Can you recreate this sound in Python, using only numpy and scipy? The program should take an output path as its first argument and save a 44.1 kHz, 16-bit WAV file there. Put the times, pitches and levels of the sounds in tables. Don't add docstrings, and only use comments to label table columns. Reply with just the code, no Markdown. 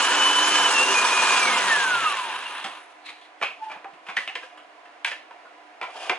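import sys
import numpy as np
from scipy import signal
from scipy.fft import rfft, irfft, next_fast_len
from scipy.io import wavfile
from scipy.ndimage import uniform_filter1d, map_coordinates

SR = 44100
rng = np.random.default_rng(int(sys.argv[2]) if len(sys.argv) > 2 else 0)


def how_loud(loudness_db):
    steps = np.asarray(loudness_db, float) / 20
    return 10 ** steps


def generate_wav(sig):
    pcm = np.round(np.clip(np.atleast_2d(sig).T, -1, 1) * 32767).astype(np.int16)
    wavfile.write(sys.argv[1], SR, pcm)


N = 272538

# f [Hz], t60 [s]
KITCHEN_T60 = [(200, 0.3), (1000, 0.24), (3000, 0.34), (10000, 0.32)]
# f [Hz], correlation [0-1]
ALIKE = [(60, 0.48), (140, 0.98), (350, 0.92), (830, 0.89), (2000, 0.95), (4500, 0.46), (8000, 0.54),
         (11000, 0.71)]
# f [Hz], correlation [0-1]
QUIET_ALIKE = [(60, 0.69), (170, .95), (500, 0.88), (1400, 0.26), (4000, .4), (11000, 0.23)]
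# f [Hz], left minus right level [dB]
PORT_LEAN = [(60, 0), (170, 0.0), (490, -1.0), (1400, -1), (4010, -0.5), (11400, 0.5)]
# f [Hz], phase the left port leads [rad]
PORT_PHASE = [(0, 0), (600, 0.18), (3360, 0.89), (4650, 1.67), (5080, 2), (5430, -3), (5770, -5),
              (6800, -5.5), (11600, -6)]

# f [Hz], level per Hz [dB]
HUM_SPECTRUM = [(24, -78), (40, -43), (81, -41), (130, -47), (186, -33.5), (305, -14), (512, -12),
                (713, -3), (822, -7), (969, -8), (1480, -9.5), (2380, -12.5), (3810, -22.5), (10300, -40.5),
                (11300, -38), (14700, -81), (22000, -120)]
# f [Hz], width [Hz], level over the hum [dB]
HUM_PEAKS = [(80, 12, 15), (305, 16, 8), (716, 40, 2.5), (1000, 18, 9.5), (1590, 20, -23), (2820, 60, -3)]

# t [s], peak level [dB], ring f [Hz], hollowness [dB], edge [dB]
KNOCKS = [(3.4136, -21, 2300, -3, 0), (3.4222, -21, 2600, -6, 0), (3.4262, -12, 2430, -6, 2),
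          (3.4305, -11.5, 2500, -12, 0), (3.4445, -20, 2400, -13, 0), (3.4674, -23, 2600, -12, 0),
          (3.8437, -33, 2000, 1, 0), (4.1652, -20, 3200, -12, 3), (4.1678, -10, 1980, -17.5, 3),
          (4.1754, -20, 1950, -16, 2), (4.1858, -20, 1920, -10.5, 2), (4.2756, -15, 2700, -14, -3),
          (4.3529, -17, 2150, -14, 0), (5.0458, -9, 2300, -18, 5), (5.3084, -36, 1300, -2, -6),
          (5.8127, -18, 2330, -7, -13), (6.0951, -8, 2240, -10, -5), (6.1091, -24, 2460, 1, 0)]
# t [s], peak level [dB], ring f [Hz], hollowness [dB], optional edge [dB]
NUDGES = [(3.0849, -31.5, 2320, -6.5), (3.252, -44, 2030, -12), (3.4915, -40, 2530, -9),
          (3.6964, -33, 2360, -1), (3.7125, -29, 2420, -5), (3.7344, -39, 1690, -10),
          (3.7584, -46, 2440, 9.5), (3.8644, -47, 2000, 2), (4.0636, -32, 2500, -6), (4.084, -27, 2370, 0),
          (4.0966, -27, 2350, -6), (4.2894, -30, 1860, -8.5), (4.4251, -32, 1620, -9),
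          (4.8509, -39.5, 1780, -4), (4.9674, -54, 2010, 0), (5.0694, -24, 1860, -9),
          (5.1124, -21.5, 1830, -14), (5.1244, -33, 2080, -9), (5.32, -45, 1670, 0), (5.449, -50, 1680, 10),
          (5.8254, -23, 2350, -3.5, -8), (6.1294, -38, 2460, 5)]
# t [s], peak level [dB], ring f [Hz], hollowness [dB],
# optional edge [dB]
TICKS = [(2.6409, -21, 3300, -9), (2.642, -30, 4800, -9, -6), (2.6594, -35, 2740, 3),
         (3.2106, -40, 3300, -20, -8), (2.8, -40, 1700, -4), (3.5114, -46, 2480, -4),
         (3.9344, -43, 2460, -1), (4.2044, -31, 2000, -7), (4.573, -38, 2900, -2), (5.9015, -42, 2360, -14),
         (6.05, -40, 3000, -14), (4.0722, -46, 2600, -14), (5.9544, -40.5, 3080, 4),
         (6.0192, -38, 3060, -6)]
LID_MODES = [1770, 1925, 2000, 2320, 2500, 2700, 3000, 3340]
BOWL_MODES = [802, 1013, 1120, 1258, 1410]
# t [s], f [Hz], level [dB], t60 [s]
RINGS = [(2.455, 2780, -28, .1), (2.647, 784, -25, .08), (3.428, 2514, -26, .22), (3.43, 2700, -31, .2),
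         (3.427, 1200, -21, 0.03), (3.437, 800, -27, .04), (3.487, 2480, -31, .08), (3.505, 2650, -33, .07),
         (4.354, 3200, -30, .04), (4.426, 3000, -38, .05), (4.43, 1620, -33, .05), (4.292, 780, -33, .08),
         (4.168, 3300, -24, .03), (5.895, 800, -31, .04), (5.953, 860, -35, .05), (5.975, 690, -36, .05),
         (5.992, 700, -36, .05), (6.018, 690, -35, .06), (6.052, 1170, -33, .07), (5.96, 1200, -36, .06),
         (5.9, 1170, -34, .04), (3.715, 1150, -36, .07), (5.455, 1450, -44, .08), (4.277, 2830, -22, .06),
         (4.36, 496, -35, .082), (4.435, 516, -37.5, 0.1), (5.05, 940, -23.5, 0.1),
         (5.048, 3000, -20, .052), (5.048, 1600, -21, .06), (3.428, 1300, -26, .04),
         (6.105, 381, -27.5, 0.15), (5.825, 1000, -26, .12), (5.84, 1050, -30, .06),
         (6.096, 2170, -26, 0.045), (3.855, 789, -31, .1), (4.088, 1114, -29, .055), (5.31, 950, -36, .053),
         (4.1675, 1990, -15, .03), (4.173, 1940, -17, .04), (4.184, 2000, -24, .05), (4.2, 1990, -33, .07),
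         (4.284, 2600, -26, .05), (4.205, 1120, -33, .06), (3.7, 2370, -33, .09), (2.065, 2700, -27, .2),
         (5.814, 2330, -27, .08), (6.11, 480, -27, .08), (6.13, 760, -26, .08)]
# t [s], f [Hz], level [dB]
THUMPS = [
    (2.645, 199, -38),
    (3.425, 150, -47),
    (3.76, 186, -49),
    (3.93, 180, -52),
    (4.085, 192, -42),
    (4.172, 215, -43),
    (4.17, 60, -65),
    (4.28, 70, -66),
    (6.097, 70, -65),
    (5.815, 90, -66),
]

# f [Hz], level per Hz [dB]
DRAG_SPECTRUM = [(120, -67), (200, -46), (286, -19.5), (570, -10.5), (667, -4), (731, -2), (1800, -24),
                 (2340, -45), (3960, -120)]
# f [Hz], level per Hz [dB]
SCRATCH_SPECTRUM = [(880, -35), (1500, -9), (1700, -13.5), (3020, -3), (4070, -16), (4770, -11.5),
                    (10500, -29.5), (11300, -32), (14700, -60), (22000, -120)]
# f [Hz], level per Hz [dB]
TUBE_SPECTRUM = [(530, -32), (900, -10), (1150, -3), (1240, -13), (2160, 1), (3400, -5), (4030, 0.5),
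                 (4920, -15), (9870, -24.5), (11200, -25), (14600, -59), (22000, -120)]
# peak t [s], rise per 20 dB [s], fall per 20 dB [s], level [dB]
DRAGS = [
    (3.72, .1, .22, -48),
    (4.05, .04, .1, -53),
    (5.06, .005, .11, -44),
    (5.83, 0.03, .06, -39),
    (5.897, 0.02, .03, -40),
    (5.96, .02, .06, -45),
    (5.995, .04, .08, -45),
    (6.028, .02, .05, -43),
    (6.08, .3, .08, -44),
    (6.125, .04, .045, -31),
]
# peak t [s], rise per 20 dB [s], fall per 20 dB [s], level [dB]
SCRATCHES = [(3.65, .06, 0.073, -50), (3.72, .06, .1, -51), (4.075, 0.044, 0.3, -52),
             (5.06, 0.0058, .1, -31.5), (6.09, .25, 0.1, -39), (5.97, .05, .08, -47), (6.03, .04, .05, -44),
             (4.175, .015, .13, -40), (4.36, .015, .12, -47), (4.44, .02, .12, -52), (3.43, .03, .1, -42),
             (5.84, .02, .04, -56)]
# peak t [s], rise per 20 dB [s], fall per 20 dB [s], level [dB]
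SLIDES = [
    (3.06, .02, 0.11, -42),
    (3.095, .05, 0.07, -45),
    (3.26, 0.27, 0.065, -54.5),
]
# peak t [s], rise per 20 dB [s], fall per 20 dB [s], level [dB]
SQUEAKS = [
    (3.624, .012, .045, -33),
    (3.638, .03, .013, -33),
    (3.67, .014, 0.08, -37),
    (3.69, .04, .015, -41),
    (3.762, 0.013, .022, -41),
]

# t [s], f [Hz]
SHAFT_SPEED = [(0, 294), (.1, 298), (.2, 299.5), (.5, 303), (.66, 302), (.725, 282), (.775, 271.5),
               (.83, 276.7), (.87, 276.5), (.895, 279), (.92, 286), (.943, 288), (.944, 244.8), (1.2, 246),
               (1.29, 244), (1.385, 244.6), (1.43, 235.5), (1.52, 214.5), (1.62, 198.5), (1.7, 185),
               (1.76, 171), (1.85, 155.5), (1.91, 148), (2.06, 126.5), (2.157, 108.1), (2.3, 87.5),
               (2.4, 78), (2.9, 42.1)]
# t [s], level [dB]
EFFORT = [(0, 0), (.93, -.5), (1.34, .5), (1.77, -2.5), (1.9, -5.5), (2.05, -5.5), (2.59, -15),
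          (2.77, -21.5), (2.85, -29), (3.0, -40), (3.15, -60)]
# t [s], level [dB]
BRUSH_GRIP = [(0, -1), (.05, 1), (.15, -8), (.24, 2), (.32, -2), (.38, 2), (.52, -1), (.57, 1), (.62, -2),
              (.66, 1), (.7, -3), (.725, -6), (.75, 2), (.775, 0), (.83, 7), (.862, -7), (.89, 4),
              (.91, -3), (.935, -1), (.99, 3), (1.04, -8), (1.07, -3), (1.1, -6), (1.13, 0), (1.16, -2),
              (1.2, 1), (1.25, -7), (1.32, 0), (1.39, -5), (1.405, -8), (1.43, 3), (1.455, -5), (1.48, 1),
              (1.51, -4), (1.55, 1), (1.575, -4), (1.6, 2), (1.66, -6), (1.7, 0), (1.73, 0), (1.76, 2),
              (1.79, -1), (1.82, 2), (1.85, -2), (1.91, 2), (1.95, -1), (2.0, -3), (2.06, 1), (2.12, -4),
              (2.155, -9), (2.2, -1)]
# f [Hz], level [dB]
WHINE_LEVEL = [(800, -42), (1050, -31), (1450, -27), (1800, -27), (2000, -37), (2400, -27.5), (2850, -28.5),
               (3020, -30.5)]
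# f [Hz], width [Hz], level [dB]
WHINE_MODES = [(3012, 60, -0.5), (2728, 42, -6), (2450, 60, -9), (2350, 30, 1), (2245, 30, 1),
               (2120, 40, 0), (1780, 50, 4), (1490, 100, -7), (1244, 30, 0), (1010, 30, -3)]
# f [Hz], level [dB]
SHAFT_LEVEL = [(80, -92), (110, -76), (130, -57), (190, -49), (230, -46), (245, -49), (280, -48),
               (300, -43.5)]
# f [Hz], width [Hz], level [dB]
HOUSING = [(383, 16.7, 1), (506.3, 26, 0.5), (693.5, 16, 1), (909, 88, -5.5), (999, 18, -7), (1240, 20, 0),
           (1467, 31, 2.5), (1630, 67, 2), (1000, 70, -2), (1776, 33, 2.5), (2460, 52, -1), (2750, 54, -1),
           (3377, 14, 8), (9900, 490, -1)]
# f [Hz], level per Hz [dB]
BASE_SPECTRUM = [(24, -76), (40, -55), (167, -22), (293, -10), (333, -13.5), (377, -8), (800, -10.5),
                 (1040, -32), (1760, -120)]
# f [Hz], level per Hz [dB]
BOWL_SPECTRUM = [(290, -45.5), (500, -16), (577, -12), (1030, 2), (1730, -4), (2200, -19), (2860, -75),
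                 (4840, -120)]
# f [Hz], level per Hz [dB]
GEAR_SPECTRUM = [(1060, -36.5), (1800, -6), (2000, -5.5), (2430, -2), (2560, -1.5), (2770, -1),
                 (3900, -7.5), (4440, -15), (4800, -18), (6240, -25.5), (10600, -120)]
# f [Hz], level per Hz [dB]
FAN_SPECTRUM = [(2470, -36), (4200, -1.5), (4820, -3), (5860, -1), (6540, -1.5), (8500, -8.5), (11000, -20),
                (18700, -120)]
# f [Hz], level per Hz [dB]
BRUSH_SPECTRUM = [(4710, -31), (8000, 0), (8680, -0.5), (10000, 4), (11200, -1), (14600, -44),
                  (22000, -120)]
# level at full effort [dB], growth with effort [dB/dB], growth with speed [dB/octave]
NOISE_LAWS = [
    (-23.1, 1.03, 0),
    (-25.5, 1.2, -2.2),
    (-29, .58, 9),
    (-39.8, 1.0, .4),
]
# peak t [s], rise per 20 dB [s], fall per 20 dB [s], level [dB], f [Hz]
BOOMS = [
    (.82, .06, .05, -33, 512),
    (.92, .14, .05, -29, 387),
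]


def unit(x):
    return x / np.sqrt(np.mean(x ** 2) + 1e-20)


def along(points, hz):
    f, v = np.transpose(points)
    return np.interp(np.log(hz + 1), np.log(f + 1), v)


def curve(rows):
    return np.interp(np.arange(N) / SR, *np.transpose(rows))


def wobble(rate):
    knots = rng.standard_normal(int(N * rate / SR) + 4)
    return map_coordinates(knots, [np.arange(N) * rate / SR])


def strokes(rows):
    t = np.arange(N) / SR
    gain = np.zeros(N)
    for s, rise, fall, db in rows:
        down_db = 20 * np.maximum((s - t) / rise, (t - s) / fall)
        gain += how_loud(db - down_db) * (t > s - 0.272)
    return uniform_filter1d(gain, size=200)


def filtered(x, response):
    m = next_fast_len(x.shape[-1] + 8192)
    return irfft(rfft(x, m) * response(np.fft.rfftfreq(m, 1 / SR)), m)[..., :x.shape[-1]]


def bump(f, hz, width):
    return 1j * f * width / (hz * hz - f * f + 1j * f * width)


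def lifted(f, modes, offset_db):
    return 1 + sum(how_loud(db + offset_db) * abs(bump(f, hz, width)) ** 2 for hz, width, db in modes)


def rush(spectrum, alike, peaks, peak_db):
    def shape(f):
        spread = np.arccos(np.clip(along(alike, f), -1, 1)) / 2
        tone = how_loud(along(spectrum, f)) * lifted(f, peaks, peak_db)
        return tone * np.array([np.cos(spread), np.sin(spread)])

    mid, side = filtered(rng.standard_normal((2, N)), shape)
    return unit(np.array([mid + side, mid - side]))


def patchy(x, depth_db):
    z = signal.stft(x, nperseg=512)[2]
    field = uniform_filter1d(rng.standard_normal(z.shape[1:]), size=9, axis=0)
    field = uniform_filter1d(field, size=5, axis=1)
    return unit(signal.istft(z * how_loud(depth_db * unit(field)), nperseg=512)[1][:, :N])


def room(x):
    noise = rng.standard_normal((2, SR // 3))
    noise[1] = 0.69 * noise[0] + 1.03 * noise[1]
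    hz, t, z = signal.stft(noise, SR, nperseg=256)
    decay = how_loud(-60 * t / along(KITCHEN_T60, hz)[:, None])
    tail = signal.istft(z * decay, SR, nperseg=256)[1]
    late = np.pad(x, (260, 0))[None]
    return signal.fftconvolve(late, tail / np.linalg.norm(tail[0]), axes=1)


def hum():
    lean_db = -1.8 * np.array([[.5], [-.5]])
    level_db = -51 + 2.0 + wobble(3.44) / 2 + 0.16 * wobble(15) + lean_db
    return how_loud(level_db) * rush(HUM_SPECTRUM, QUIET_ALIKE, HUM_PEAKS, peak_db=-1.0)


def rings(rows, rise):
    tone = np.zeros(N + SR)
    t = np.arange(SR // 3) / SR
    for s, hz, db, t60 in rows:
        waver = np.interp(t, np.arange(30) / 70, rng.standard_normal(30))
        level = how_loud(db + 2.8 * waver - 60 * t / t60) * (1 - np.exp(-t / rise))
        tone[round(s * SR):][:len(t)] += level * np.sin(2 * np.pi * hz * t)
    return tone[:N]


def ringing_parts():
    counter = [tuple(row) + (0.073,) for row in THUMPS]  # t60, s
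    dry = rings(RINGS, rise=0.0026) + rings(counter, rise=0.0042)
    return dry + how_loud(-8.5) * room(dry)[:, :N]


def contacts(rows, rise, crack, chatter, wet_db, thud_db, click_db):
    out = np.zeros((2, N + SR))
    t = np.arange(SR // 8) / SR
    fall = how_loud(-60 * t / (chatter * np.array([[1], [1.3], [1.5], [.9]])))
    force = fall * (1 - np.exp(-t / rise)) * (1 + crack * np.exp(-t / 0.0019))
    for s, db, hz, hollow_db, *edge_db in rows:
        blow = rng.standard_normal((4, len(t))) * force
        share = how_loud(2.6 * rng.standard_normal(len(LID_MODES) + len(BOWL_MODES)))

        def steep(f, c, width):
            return bump(f, c, width) ** 2

        def response(f):
            lid = sum(g * how_loud(-9 * np.log2(c / hz) ** 2) * bump(f, c, 240) for c, g in zip(LID_MODES, share))
            ring = bump(f, hz, 330) + 0.13 * lid + 0.36 * bump(f, 1800, 2416)
            walls = sum(g * 0.6 * bump(f, c, 150) for c, g in zip(BOWL_MODES, share[::-1]))
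            body = walls + 0.6 * bump(f, 750, 990)
            thud = steep(f, 435, 520) * bump(f, 410, 790)
            click = steep(f, 7600, 8000)
            return np.array([ring * steep(f, 2100, 2820), body * steep(f, 940, 1400), thud, click])

        parts = filtered(blow, response)
        parts = parts / abs(parts).max(axis=1)[:, None]
        thud_level = thud_db + 1.6 * hollow_db
        click_level = click_db + sum(edge_db) - 0.48 * hollow_db
        dry = how_loud(db + np.array([-1.5, hollow_db + 0.5, thud_level, click_level])) @ parts
        wet = how_loud(wet_db) * room(dry)
        wet[:, :len(t)] += dry
        out[:, round(s * SR):][:, :wet.shape[1]] += wet
    return out[:, :N]


def rubs():
    grain = how_loud(1.1 * wobble(90) + 1.1 * wobble(460))
    drag = unit(how_loud(3 * wobble(50)) * rush(DRAG_SPECTRUM, ALIKE, [], peak_db=0))
    scratch = unit(grain * rush(SCRATCH_SPECTRUM, ALIKE, HOUSING, peak_db=2.5))
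    slide = unit(grain * rush(TUBE_SPECTRUM, ALIKE, [], peak_db=0))
    return strokes(DRAGS) * drag + strokes(SCRATCHES) * scratch + strokes(SLIDES) * slide


def squeak():
    loosened = np.arange(N) / SR > 3.65
    hz = 883.4 - 19.7 * loosened + 4 * wobble(40)
    phase = 2 * np.pi * np.cumsum(hz) / SR
    tone = np.sqrt(2) * strokes(SQUEAKS) * (np.sin(phase) + how_loud(-24.5) * np.sin(2 * phase))
    return tone + how_loud(-15) * room(tone)[:, :N]


def booms():
    tone = np.zeros(N)
    for *stroke, hz in BOOMS:
        phase = 2 * np.pi * np.cumsum(hz + 3 * wobble(20)) / SR
        tone += strokes([stroke]) * np.sin(phase)
    return tone + how_loud(-12) * room(tone)[:, :N]


def motor_tones(shaft_hz, turn):
    bars_hz = 10 * shaft_hz
    whine_db = along(WHINE_LEVEL, bars_hz) + curve(BRUSH_GRIP) + 1.5 + 1.1 * wobble(49.47)
    whine = lifted(bars_hz, WHINE_MODES, 0) * how_loud(whine_db) * np.sin(10 * turn)
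    teeth = np.array([[22], [32], [27], [39]])
    mesh_hz = teeth * shaft_hz
    crossing = abs(bump(mesh_hz, 2730, 188.4)) ** 2 + 0.15 * abs(bump(mesh_hz, 3010, 200)) ** 2
    mesh = how_loud([-32, -42, -43, -42]) @ (crossing * np.sin(teeth * turn))
    shaft = how_loud(along(SHAFT_LEVEL, shaft_hz) - 2.5 + 2.6 * wobble(25)) * np.sin(turn)
    fade = np.clip((2.36 - np.arange(N) / SR) / .08, 0, 1)
    tones = np.sqrt(2) * fade * (whine + mesh + shaft)
    return tones + how_loud(-15) * room(tones)[:, :N]


def motor_noise(shaft_hz, turn):
    effort_db = curve(EFFORT)
    fan_hz = np.minimum(shaft_hz, 240)
    levels = []
    for (db, grows, per_octave), hz in zip(NOISE_LAWS, [shaft_hz, shaft_hz, fan_hz, shaft_hz]):
        levels.append(db + grows * effort_db + per_octave * np.log2(hz / 245))
    bowl_db, gears_db, fan_db, brushes_db = levels
    churn = wobble(14.09)
    grain = how_loud(0.72 * wobble(250) + .8 * wobble(120))
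    throb = (1 + 0.12 * np.sin(turn)) * grain
    base_db = 1.33 * effort_db - 36 + churn / 2 + 1.1 * wobble(24.7)
    base = how_loud(base_db) * rush(BASE_SPECTRUM, ALIKE, HOUSING, peak_db=-3.0)
    bowl_db = bowl_db + 0.61 * churn + 0.52 * wobble(90)
    bowl = how_loud(bowl_db) * rush(BOWL_SPECTRUM, ALIKE, HOUSING, peak_db=0)
    gears_db = gears_db + .8 * churn + 0.48 * wobble(40.07)
    gears = how_loud(gears_db) * rush(GEAR_SPECTRUM, ALIKE, HOUSING, peak_db=-9.5)
    fan_air = patchy(rush(FAN_SPECTRUM, ALIKE, [], peak_db=0), depth_db=1.56)
    fan = how_loud(fan_db + wobble(35.04)) * fan_air
    brush_hiss = patchy(rush(BRUSH_SPECTRUM, ALIKE, [], peak_db=0), depth_db=2.5)
    brushes = how_loud(brushes_db + wobble(25)) * brush_hiss
    return base + throb * (bowl + gears + fan + brushes)


def food_processor():
    shaft_hz = curve(SHAFT_SPEED)
    turn = 2 * np.pi * np.cumsum(shaft_hz * (1 + .003 * wobble(70))) / SR
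    return motor_tones(shaft_hz, turn) + motor_noise(shaft_hz, turn) + booms()


def scene():
    knocks = contacts(KNOCKS, rise=0.00088, crack=2.2, chatter=0.066, wet_db=-5.5, thud_db=-9.5, click_db=-38)
    nudges = contacts(NUDGES, rise=0.0048, crack=.1, chatter=0.065, wet_db=-3, thud_db=-19, click_db=-33)
    ticks = contacts(TICKS, rise=0.003, crack=.1, chatter=0.064, wet_db=-2.5, thud_db=-11, click_db=-18.5)
    hands = knocks + nudges + ticks + ringing_parts() + rubs() + squeak()
    return hum() + hands + food_processor()


def treble_gaps(x):
    hz, _, z = signal.stft(x, SR, nperseg=1024)
    bins = 17
    luck = rng.random((len(hz) // bins + 1, z.shape[2] // 2 + 1)) < .11
    empty = np.repeat(np.repeat(luck, bins, axis=0), 2, axis=1)[:len(hz), :z.shape[2]]
    treble = hz > 6100
    loud = uniform_filter1d(abs(z[0, treble]).mean(axis=0), size=30) > how_loud(-84)
    gain = np.where(empty & treble[:, None] & loud, how_loud(-40), 1)
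    return signal.istft(z * gain, SR, nperseg=1024)[1][:, :N]


def low_pass(x):
    return signal.sosfilt(signal.butter(12, 12050, fs=SR, output="sos"), x)


def record(dry):
    side = np.array([[.5], [-.5]])

    def port(f):
        band = (f < 11030) * f ** 2 / (f ** 2 + 50.0 ** 2)
        return band * how_loud(side * along(PORT_LEAN, f)) * np.exp(1j * side * along(PORT_PHASE, f))

    mix = treble_gaps(filtered(dry, port))
    return low_pass(mix)


dry = scene()
out = record(dry)
generate_wav(out)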